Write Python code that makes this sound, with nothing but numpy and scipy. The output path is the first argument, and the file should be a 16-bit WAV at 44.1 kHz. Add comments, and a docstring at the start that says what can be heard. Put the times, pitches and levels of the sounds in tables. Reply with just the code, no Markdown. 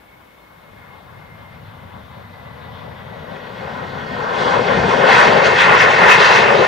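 """First a distant airfield rumble, thin fan tones and a faint bird, heard from beside the runway.
Then the roar of a twin-engine jet, braking with reverse thrust as it rolls towards the camera: its exhaust
is thrown forward and swells in gusts as it nears. Ground and close surfaces echo differently into the two
microphone ports, and the recorder overloads at the loudest swells."""
import sys
import numpy as np
from scipy import signal
from scipy.fft import rfft, irfft, next_fast_len
from scipy.io import wavfile
from scipy.ndimage import uniform_filter1d, map_coordinates

SR = 44100
rng = np.random.default_rng(int(sys.argv[2]) if len(sys.argv) > 2 else 0)


def master(y):
    """Save y as 16-bit WAV."""
    cut = np.clip(np.atleast_2d(y).T, -1, 1)
    pcm = np.round(cut * 32767)  # scale
    wavfile.write(sys.argv[1], SR, pcm.astype(np.int16))


N = 294147
TIME = np.arange(N) / SR


def amp(db):
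    """Decibels to gain."""
    return 10 ** (np.asarray(db) / 20)


def unit(x):
    """Scaled to rms 1."""
    return x / np.sqrt(np.mean(x ** 2) + 1e-20)


def gain_at(spectrum, hz):
    """Gain along (f/Hz, level/dB) points on a log frequency axis."""
    f, db = np.transpose(spectrum)
    return amp(np.interp(np.log(hz + 1), np.log(f + 1), db))


def curves(rows):
    """One value per sample for each column after t/s."""
    times, *columns = np.transpose(rows)
    return [np.interp(TIME, times, column) for column in columns]


def bumps(rows, steepness=2.56):
    """Smooth rises in dB around each row's moment, one curve for each column of rises."""
    t = np.arange(0, N / SR, 1 / 500)
    rises = sum(np.outer(db, np.exp(-np.abs((t - at) / half) ** steepness)) for at, half, *db in rows)
    return np.array(curves(np.transpose([t, *rises])))


def wobble(rate):
    """A smooth random curve, rate knots a second."""
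    return map_coordinates(rng.standard_normal(int(N * rate / SR) + 4), [TIME * rate])


def filtered(x, response):
    """x times a complex response of frequency."""
    size = next_fast_len(N + 8192)
    return irfft(rfft(x, size) * response(np.fft.rfftfreq(size, 1 / SR)), size)[..., :N]


# Spectrum of the far surroundings: f/Hz, relative level/dB
AIRFIELD_SPECTRUM = [(25, -21), (50, 3), (120, -9), (300, -3.5), (500, -4.5), (1000, -8), (2000, -13.5),
                     (4000, -23), (7000, -32), (16000, -65)]

def airfield():
    """Distant steady rumble, alike at both microphone ports only in the bass."""
    shared, *own = rng.standard_normal((3, N))
    bass_share = lambda hz: 1 / (1 + (hz / 220) ** 4)
    bass = filtered(shared, lambda hz: gain_at(AIRFIELD_SPECTRUM, hz) * np.sqrt(bass_share(hz)))
    rest = filtered(np.array(own), lambda hz: gain_at(AIRFIELD_SPECTRUM, hz) * np.sqrt(1 - bass_share(hz)))
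    return amp(-51) * unit(bass + rest) * amp([[.8], [-.8]])


# Notes of a far bird: t/s, f/Hz, length/s, peak level/dB
BIRD_NOTES = [(.39, 3550, .04, -58), (.423, 4200, .025, -61)]

def bird():
    """Short soft notes, barely above the distant noise."""
    return sum(amp(db) * np.exp(-8 * ((TIME - at) / length) ** 2) * np.sin(2 * np.pi * hz * TIME)
               for at, hz, length, db in BIRD_NOTES)


def blade_tones(hz, db, apart_hz, weaker_db, waver_hz, flutter_db, ports_db):
    """One blade tone from each engine; a little apart, they beat, and moving air makes them waver."""
    db = db - 60 * np.clip(TIME - 4.4, 0, 2)  # fades from 4.4 s, as the roar takes over
    pair = 0
    for shift_hz, engine_db in [(0, 0), (apart_hz, weaker_db)]:
        phase = 2 * np.pi * np.cumsum(hz + shift_hz + waver_hz * wobble(30)) / SR
        gain = amp(db + engine_db + flutter_db * wobble(16))
        pair = pair + gain * np.sin(phase + [[0], [1.9]])  # out of step at the two ports
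    return np.sqrt(2) * pair * amp(ports_db)


def whine():
    """The engines' higher blade tone, loudest at 3.4 s and fading either side."""
    db = -60 - 5.5 * np.abs(TIME - 3.4)
    return blade_tones(3815, db, apart_hz=-18, weaker_db=-6, waver_hz=12, flutter_db=3, ports_db=[[0], [2]])


# Brief flares of the fan tone at the microphone: t/s, half length/s, rise/dB
FAN_FLARES = [(.14, .06, 6), (.65, .05, 2), (.84, .1, 7), (1.27, 0.11, 8), (1.5, 0.087, 7), (2.42, 0.09, 5),
              (2.9, .15, -1), (3.6, 0.93, 7), (4.3, .4, 10)]

def fan():
    """The fans from down the runway, sinking in pitch and growing louder."""
    hz = 2212 - 89 * TIME
    db = -63 + 1.8 * TIME + bumps(FAN_FLARES)[0]
    return blade_tones(hz, db, apart_hz=24.15, weaker_db=-1.5, waver_hz=6.95, flutter_db=2.3,
                       ports_db=[[1.1], [1.8]])


def turbulence(channels, depth_db):
    """White noise with patches of random gain in time and frequency, as turbulent air lends it."""
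    spectra = signal.stft(rng.standard_normal((channels, N)), nperseg=512)[2]
    patches = rng.standard_normal(spectra.shape[1:])
    for axis in (0, 1):
        patches = uniform_filter1d(patches, size=12, axis=axis)
    return signal.istft(spectra * amp(depth_db * unit(patches)), nperseg=512)[1][:, :N]


# Echoes off the ground and surfaces near the microphone, for each place of the jet (far, nearing, abeam),
# left port then right: delay/ms, gain. At grazing angle the ground answers at once, inverted.
PORT_ECHOES = [
    [[(0.0, -0.68), (0.406, -0.039), (0.749, -0.031), (1.12, 0.067), (1.682, 0.046), (1.971, 0.07),
     (2.226, 0.0048), (2.605, -0.046), (3.048, -0.06)], [(0.013, -0.9), (0.495, 0.088), (0.898, 0.11),
     (1.296, -0.01), (1.364, 0.063), (1.911, 0.049), (2.011, -0.019), (2.32, 0.044), (3.28, -0.026)]],
    [[(0.233, 0.56), (0.796, -0.45), (0.978, -0.28), (1.128, 0.081), (1.649, -0.32), (2.001, 0.4),
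     (2.556, -0.35), (3.024, -0.29), (3.189, -0.37)], [(0.075, -0.29), (0.392, -0.16), (0.561, 0.16),
     (0.855, 0.2), (1.095, 0.011), (1.977, -0.13), (2.89, -0.2), (3.48, -0.47), (4.099, -0.023)]],
    [[(0.738, -0.355), (0.874, -0.49), (1.101, 0.6), (1.333, -0.38), (1.535, 0.41), (1.692, -0.32),
     (1.934, 0.47), (2.505, -0.48), (3.04, -0.56)], [(0.23, -0.35), (0.36, -0.29), (0.624, 0.14),
     (0.726, 0.14), (1.154, -0.067), (1.721, 0.063), (1.954, -0.088), (3.437, -0.087), (3.599, -0.15)]],
]

def port_responses(place, hz, dull_above_hz=4400):
    """Direct sound plus dull echoes, one response for each microphone port."""
    echoes = [sum(gain * np.exp(-2j * np.pi * hz * ms / 1000) for ms, gain in port)
              for port in PORT_ECHOES[place]]
    return 1 + np.array(echoes) / (1 + (hz / dull_above_hz) ** 4)


# Exhaust spectrum from each place, shaping the sound within a band: f/Hz, relative level/dB
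EXHAUST_SPECTRA = [
    [(25, -18), (40, -35), (80, 2.5), (160, 1.2), (400, -8.5), (1000, 3.5), (2000, -17), (3500, -25),
     (6000, -50), (9000, -80), (16000, -99.3)],
    [(25, -9), (40, -13), (80, -4), (160, 0.2), (400, -1.5), (1000, 5.5), (2000, -4), (3500, -18),
     (6000, -31.5), (9000, -45.5), (16000, -100)],
    [(25, -2), (40, -15), (80, 0), (160, 7.5), (400, 8.5), (1000, 3.5), (2000, -1.5), (3500, -17),
     (6000, -28), (9000, -47), (16000, -88)],
]
# Stereo image from each place: scattered level/dB, left over right/dB
STEREO_IMAGE = [(-3.5, 2), (-10.5, 1), (-10.5, -0.5)]
# Edges between the six bands of the exhaust: f/Hz
BAND_EDGES = [140, 320, 750, 1250, 2700]

def exhaust_bands(direct, scattered, place):
    """The exhaust from one place, in bands of mono rms 1; scattered sound differs from port to port."""
    hz = np.fft.rfftfreq(2 * len(direct) - 2, 1 / SR)
    scatter_db, left_db = STEREO_IMAGE[place]
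    paths = port_responses(place, hz)
    path_gain = np.sqrt(np.mean(np.abs(paths) ** 2, axis=0) + .002)
    scatter_gain = amp(scatter_db) / np.sqrt(1 + (150 / (hz + 1)) ** 2)  # long waves reach both ports alike
    at_ports = direct * paths + scattered * scatter_gain * path_gain
    heard = at_ports * gain_at(EXHAUST_SPECTRA[place], hz) * amp([[left_db], [0]])
    lowpasses = [0] + [1 / (1 + (hz / edge) ** 10) for edge in BAND_EDGES] + [1]
    bands = [irfft(heard * (upper - lower))[:, :N] for lower, upper in zip(lowpasses, lowpasses[1:])]
    return np.array([band / np.std(band.mean(axis=0)) for band in bands])


# Base levels as the distance closes: t/s, rumble level/dB, roar level/dB, treble over the roar/dB
APPROACH_LEVELS = [(0, -63, -57, 0), (.4, -66, -62, 5), (.9, -50.5, -50.5, -2), (1.6, -43.5, -51, 1.5),
                   (2.3, -44, -49, 0), (2.75, -43.5, -44.5, -0.5), (3.05, -40.5, -42.5, -3.5),
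                   (3.32, -43, -38, -5), (3.7, -41, -35, -2.5), (4.05, -38, -35.5, -1),
                   (4.26, -38.5, -29.5, -3), (4.36, -38, -21.5, -7.5), (4.8, -30, -19.5, -5),
                   (5.03, -37, -15.5, -6.5), (5.33, -37, -16.5, -4), (5.55, -32, -18, 0.5),
                   (5.9, -32, -18.5, 2), (6.2, -36.5, -17.5, 3), (6.43, -34.5, -17.5, -0.5),
                   (6.67, -34.5, -16, -5)]
# Surges, mostly of the upper bands: t/s, half length/s, rise of body/dB, of tearing/dB, of hiss/dB
ROAR_SWELLS = [(.88, .12, 3, 1.5, 0.5), (2.75, 0.099, 3.5, -2, 0.5), (4.41, 0.088, -0.5, 2, 4),
               (4.51, 0.052, 7.5, 2.5, 3), (4.7, 0.064, 0.5, 2, 1), (4.91, 0.038, 2, 2, 2.5),
               (5.18, .11, 5.5, 9.5, 8.5), (5.46, 0.022, -5.5, 1, 7), (5.62, .05, 1.5, 5, 5.5),
               (5.72, 0.055, 5, 3, -1), (5.82, .04, -0.5, 4, 4.5), (6.04, 0.035, 4, 2, 0),
               (6.125, 0.039, 4.5, 7, 7), (6.24, 0.052, 2.5, 3.5, 6.5), (6.355, 0.062, 5.5, 5.5, 5.5)]
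# Each band, deep to high, takes a share of: roar rather than rumble, treble lift, body, tearing, hiss
BAND_SHARES = [(0, 0.053, 0.051, -.2, 0.17), (.5, 0.1, 0.21, -0.26, 0.12), (1, 0.076, 0, -0.17, 0),
               (1, 0.66, 0.99, -0.042, 0), (1, 1, 0, 1, 0), (0.999, 0.8, 0, 0.016, 1)]

def approach_db():
    """Level of each band as the jet nears and its roar swells."""
    rumble_db, roar_db, treble_db = curves(APPROACH_LEVELS)
    lifts_db = [roar_db - rumble_db, treble_db, *bumps(ROAR_SWELLS)]
    return rumble_db + np.array(BAND_SHARES) @ lifts_db


# The jet's roll along the runway, from the microphone: t/s, place (0 far, 1 nearing, 2 abeam)
RUNWAY_PATH = [(0, 0.0067), (2.9, 0.077), (3.6, 0.83), (5, 1.22), (5.35, 1.67), (6.67, 2.05)]
# Tone balance from each place: offset/dB of each band, deep to high
PLACE_BALANCE = [(0, -1, 0, -4.5, 0, -8), (0, 0.5, 0, -3, 0, -8), (0, -5, 0, -2.5, 0, -8)]

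def reverse_thrust():
    """Exhaust thrown forward; the changing bearing turns the echo pattern, gusts shake the treble most."""
    noise = turbulence(channels=3, depth_db=1.48)
    direct, *scattered = rfft(noise, 2 * next_fast_len(N // 2 + 4096))
    position = curves(RUNWAY_PATH)[0]
    crossfades = [np.clip(1 - np.abs(position - place), 0, 1) for place in range(3)]
    bands = sum(fade * exhaust_bands(direct, np.array(scattered), place)
                for place, fade in enumerate(crossfades))
    levels_db = approach_db() + np.transpose(PLACE_BALANCE) @ crossfades
    gusts_db = np.outer([.1, .1, .14, .31, .19, .57], wobble(21))
    return np.sum(amp(levels_db + gusts_db)[:, None] * bands, axis=0)


def scene():
    """Everything that reaches the two microphone ports beside the runway."""
    return fan() + whine() + reverse_thrust() + airfield() + bird()


# Hiss of the microphone preamp: f/Hz, relative level/dB
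HISS_SPECTRUM = [(1000, 5), (6000, -5.5), (8000, -5), (12000, 1), (15500, 2)]
# Mains hum in the recorder: f/Hz, rms level/dB
MAINS_HUM = [(60, -76), (120, -69), (299, -68.5), (359, -77)]

def record(dry):
    """The recorder adds preamp hiss and mains hum, overloads hard at full scale and limits the band."""
    shared, *own = rng.standard_normal((3, N))
    hiss = filtered(shared + 1.1 * np.array(own), lambda hz: gain_at(HISS_SPECTRUM, hz))
    hum = sum(np.sqrt(2) * amp(db) * np.sin(2 * np.pi * hz * TIME) for hz, db in MAINS_HUM)
    clipped = np.clip(dry + amp(-59.5) * unit(hiss) + hum, -1, 1)
    return filtered(clipped, lambda hz: hz < 15630)


dry = scene()
out = record(dry)
master(out)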